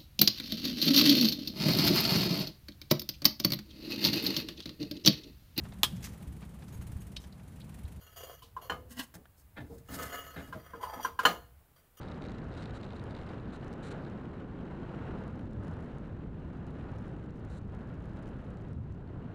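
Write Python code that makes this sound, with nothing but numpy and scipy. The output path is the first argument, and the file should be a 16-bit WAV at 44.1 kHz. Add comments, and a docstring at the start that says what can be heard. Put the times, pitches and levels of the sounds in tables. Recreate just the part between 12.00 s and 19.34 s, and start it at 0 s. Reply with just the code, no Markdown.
"""Wind on a model glider

Air rushes over a camera microphone on the back of a model glider as it banks over fields.
Eddies (swirls of air) thump the microphone's opening under a smooth rush. Early on, the air
sputters past a narrow gap and tears away from the glider's skin in short hisses.
The shell ticks faintly as it flexes, and the overloaded microphone rounds off the biggest thumps."""
import sys
import numpy as np
from scipy import signal
from scipy.fft import rfft, irfft, next_fast_len
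from scipy.io import wavfile
from scipy.ndimage import uniform_filter1d, map_coordinates

SR = 44100
rng = np.random.default_rng(int(sys.argv[2]) if len(sys.argv) > 2 else 0)


def wrap_up_sound(samples):
    """Save the sound to the file named by the first command line argument, as 16-bit audio."""
    columns = np.atleast_2d(samples).T
    # keep every value between -1 and 1, then stretch to whole-number steps
    tamed = np.clip(columns, -1, 1)
    steps = np.round(tamed * 32767).astype(np.int16)
    wavfile.write(sys.argv[1], SR, steps)


N = 323694
TIME = np.arange(N) / SR

# how fast the eddies sweep past: t/s, speed (1 = cruising)
AIR_SPEED = [(0, 0.98), (2.6, 1.125), (3.6, 0.94), (4.9, 0.99), (5.65, 0.9), (6.4, .95), (6.85, 0.85),
             (7.3, 1.02)]


def undb(db):
    """Turn decibels into a number to multiply by."""
    return 10 ** (np.asarray(db) / 20)


def unit(x):
    """Scale a signal so its average size (rms) is 1."""
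    return x / np.sqrt(np.mean(x ** 2))


def curve(table):
    """Join (time, value) points with straight lines, one value a sample."""
    return np.interp(TIME, *np.transpose(table))


def colour(x, tone):
    """Shape a sound's lows and highs along (Hz, dB) points; white noise keeps its power."""
    hz, db = np.transpose(tone)
    size = next_fast_len(N + SR // 4) * 2
    bin_hz = np.arange(size // 2 + 1) * SR / size
    gain = unit(undb(np.interp(np.log(bin_hz + 1), np.log(hz), db)))
    # this folding makes the filter ring after each hit, never before
    cepstrum = irfft(np.log(gain))
    cepstrum[1:size // 2] *= 2
    cepstrum[size // 2 + 1:] = 0
    return irfft(rfft(x, size) * np.exp(rfft(cepstrum)))[:N]


def low_pass(x, hz):
    """Keep the part of a sound below hz."""
    return signal.sosfiltfilt(signal.butter(2, hz, fs=SR, output="sos"), x)


def wander(rate):
    """Glide to a new random value `rate` times a second; typical size 1."""
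    hold = max(int(SR / rate), 1)
    steps = rng.standard_normal(N)[np.arange(N) // hold]
    return unit(uniform_filter1d(steps, hold))


def add(track, s, sound):
    """Mix a short sound in at s seconds."""
    start = int(np.clip(s * SR, 0, N - 1))
    track[start:start + len(sound)] += sound[:N - start]


def turbulence(tone, flicker_db, rate):
    """The noise of many eddies whose strength flickers."""
    return unit(colour(rng.standard_normal(N) * undb(flicker_db * wander(rate)), tone))


def gust_db(cruise_db=-54):
    """How much stronger the airflow is than when cruising."""
    # strength of the airflow: t/s, level/dB
    flow = [(0.04, -50.5), (0.85, -52), (1.33, -48.5), (1.41, -53), (1.96, -50), (2.49, -54), (3.15, -48.5),
            (3.5, -56), (3.68, -51), (4.27, -57), (4.97, -52.5), (5.36, -57.5), (5.52, -55), (5.64, -59),
            (5.76, -54), (6.15, -55), (6.17, -53), (6.69, -56), (6.77, -61), (7.3, -55)]
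    return curve(flow) - cruise_db


def buffet(cruise_db=-45, slowing_db=21.5):
    """The churned air behind the glider's body thumps the microphone, harder as the glider slows."""
    # tone of the thumps: f/Hz, level/dB
    tone = [(12, -12.5), (25, -7), (40, -1), (62, 2), (105, 2), (150, -4), (300, -24), (5000, -100)]
    speed_lost = 1 - curve(AIR_SPEED)
    return turbulence(tone, flicker_db=1.0, rate=11) * undb(cruise_db + slowing_db * speed_lost)


def rumble():
    """A fixed pattern of big eddies is carried past: the slower the air, the deeper the rumble."""
    # tone of the eddies at cruising speed: f/Hz, level/dB
    tone = [(50, -23), (110, -0.5), (155, 2.5), (240, 0), (330, -6), (480, -15.5), (5000, -97)]
    # strength of the eddies: t/s, level/dB
    levels = [(0, -44.5), (1.0, -46), (1.4, -44), (3.1, -43), (4.4, -44.5), (5.0, -43), (5.6, -45),
              (6.65, -44), (6.85, -45.5), (7.3, -45)]
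    eddies = turbulence(tone, flicker_db=1.07, rate=27)
    travelled = np.cumsum(curve(AIR_SPEED))
    return map_coordinates(eddies, [travelled], order=3, mode="mirror") * undb(curve(levels))


def rush(puffs, level_db=-51):
    """Smaller eddies make a smooth rush; gusts make it louder and brighter."""
    # tone of the rush: f/Hz, level/dB
    tone = [(150, -9.5), (330, 1), (450, 0.5), (650, -4.5), (900, -7.5), (1200, -10.5), (1430, -10),
            (1700, -14.5), (2100, -24.5), (8000, -81.5)]
    air = turbulence(tone, flicker_db=0.46, rate=140) * undb(level_db + 0.7 * puffs)
    lows = low_pass(air, hz=700)
    return lows * undb(0.81 * gust_db()) + (air - lows) * undb(1.17 * gust_db())


def hiss(puffs, level_db=-68, slowing_db=-5):
    """Small eddies make a fine hiss that grows with gusts and fades as the glider slows."""
    # tone of the hiss: f/Hz, level/dB
    tone = [(1000, -6.5), (1900, 4.5), (2350, 2), (2900, 2.5), (3450, -4.5), (3950, -4.5), (4700, -13.5),
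            (6200, -19), (7500, -20), (8400, -24.5), (9300, -23), (10200, -31.5), (12500, -34.5),
            (15500, -46.5)]
    speed_lost = 1 - curve(AIR_SPEED)
    swell_db = 1.06 * gust_db() + slowing_db * speed_lost + 0.87 * puffs
    return turbulence(tone, flicker_db=1.95, rate=300) * undb(level_db + swell_db)


def swell(length_s):
    """The strength of one small eddy: it rises and dies away."""
    return np.hanning(int(length_s * SR) + 3)


def sputter(count=1050, weak_s=0.0056, strong_s=0.0042, weak_db=-0.7, strong_db=-5.5, scatter_db=6.8):
    """Air spits past a narrow gap that rings near 4 kHz: a few strong spits among many weak ones."""
    # tone of the gap: f/Hz, level/dB
    tone = [(600, -17), (1450, -11), (2100, 1.5), (2700, -6.5), (3350, -3.5), (3850, 3.5), (4300, -1),
            (4900, -7.5), (5600, -16), (7700, -19), (8400, -24), (9300, -21), (10300, -34), (14000, -47)]
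    # the strong spits: t/s, relative level/dB
    spits = [(0.1136, -46), (0.221, -45.5), (0.2394, -48), (0.2576, -53), (0.383, -48), (0.7073, -45),
             (0.834, -46), (0.9056, -46), (0.9955, -46), (1.149, -54), (1.1643, -47.5), (1.2143, -47.5),
             (1.29, -48), (7.075, -59)]
    # the weak spits, dying away as the glider banks: t/s, relative level/dB
    levels = [(0, -65), (.28, -63), (.42, -74), (.6, -61), (.98, -68), (1.04, -79), (1.12, -63), (1.3, -68),
              (1.42, -75), (1.95, -77), (2.05, -66), (2.2, -81), (3.4, -85.5), (7.3, -90.5)]
    strong, weak = np.zeros(N), np.zeros(N)
    for when, faintness, length in rng.random((count, 3)):
        gain = undb(-scatter_db * np.log(0.1 + faintness))
        add(weak, when * N / SR, gain * swell(weak_s * (.5 + length)))
    for s, db in spits:
        add(strong, s - .001, undb(db + strong_db) * swell(strong_s))
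    strength = np.hypot(strong, unit(weak) * undb(curve(levels) + weak_db))
    return colour(strength * rng.standard_normal(N), tone)


def tearing(fade_s=0.0094):
    """The air breaks away from the glider's skin and hisses until it settles again."""
    # tone of the torn air: f/Hz, level/dB
    tone = [(700, -5.5), (1400, 16), (2000, 4), (2800, 1.5), (3400, -2), (3900, 8), (5000, -9.5),
            (6800, -8.5), (7700, -6), (8400, -14), (9400, -8), (10200, -31), (11200, -23), (14000, -49)]
    # each tear: t/s, length/s, level/dB, treble boost/dB
    tears = [(0.566, 0.076, -56, -3), (0.745, 0.034, -56, 0.5), (1.527, 0.041, -56.5, 0),
             (1.828, 0.065, -54.5, 3.5), (1.906, 0.023, -51, 1.5), (5.497, 0.093, -66.5, 9)]
    noise = turbulence(tone, flicker_db=0.8, rate=360)
    lows = low_pass(noise, hz=5500)
    out = np.zeros(N)
    for s, length_s, db, treble_db in tears:
        fade = np.clip(np.minimum(TIME - s, s + length_s - TIME) / fade_s + .5, 0, 1)
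        out += undb(db) * fade * (lows + undb(treble_db) * (noise - lows))
    return out


def shell_ticks(per_second=105, scatter_db=12, crackle_db=-4, tick_db=4.5, rattle_s=0.00091):
    """The flexing shell ticks, each time with a tiny rattle, over a crackle that grows with gusts."""
    # tone of the shell: f/Hz, level/dB
    tone = [(1500, -20.5), (4000, 2), (5500, 1), (7300, 0), (8400, -8.5), (9250, 1.5), (10000, -11),
            (11000, -9.5), (12000, -21.5), (15500, -14.5)]
    # the loudest ticks: t/s, relative level/dB
    ticks = [(0.9597, -55), (1.039, -48), (1.645, -52), (1.6804, -49.5), (1.7287, -48), (1.7367, -49),
             (1.9135, -45), (2.0991, -55), (3.2785, -52.5), (3.5325, -54), (3.68, -49), (3.9838, -53),
             (4.667, -54.5), (5.0804, -57), (5.306, -56), (5.4492, -53), (5.7482, -56), (6.0557, -56),
             (6.5041, -56), (6.571, -54), (6.7311, -58.5), (6.9227, -55), (6.946, -60.5)]
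    # the crackle before gusts are added; it returns in the steep turn: t/s, relative level/dB
    crackle = [(0, -84), (1.7, -89), (2.3, -99), (3.15, -100), (3.33, -81), (3.7, -82.5), (4.5, -90.5),
               (4.85, -82.5), (6.7, -80), (7.05, -91), (7.3, -89)]
    strain_db = curve(crackle) + crackle_db + 1.1 * gust_db() + 1.8 * wander(rate=12)
    sizes = undb(-scatter_db * rng.random(N) ** .6)
    hits = rng.random(N) < per_second / SR
    pulses = unit(sizes * hits) * undb(strain_db)
    for s, db in ticks:
        add(pulses, s + .001, undb([db + tick_db]))
    tails = signal.lfilter([1], [1, -np.exp(-1 / (rattle_s * SR))], pulses)
    rattle = 0.18 * tails * rng.standard_normal(N)
    return colour(pulses + rattle, tone)


def scene(mic_hiss_db=-88):
    """Everything reaches one microphone directly, over its own faint hiss; open air adds no echo."""
    # tone of the microphone's own hiss: f/Hz, level/dB
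    mic_tone = [(1000, 2), (7500, -5.5), (8400, -7), (9300, -7), (10500, -14), (15500, -12.5)]
    mic_hiss = undb(mic_hiss_db) * colour(rng.standard_normal(N), mic_tone)
    puffs = wander(rate=110) + 0.42 * wander(rate=14)  # rush and hiss flutter together
    wind = buffet() + rumble() + rush(puffs) + hiss(puffs)
    return (wind + sputter() + tearing() + shell_ticks() + mic_hiss)[None]


def record(dry, ceiling_db=-30.3, hardness=8, top_hz=15750):
    """The overloaded microphone rounds off the biggest swings; the highest treble is cut."""
    overload = np.abs(dry / undb(ceiling_db))
    rounded = dry / (1 + overload ** hardness) ** (1 / hardness)
    return signal.sosfilt(signal.ellip(8, .2, 70, top_hz, fs=SR, output="sos"), rounded)


dry = scene()
out = record(dry)
wrap_up_sound(out)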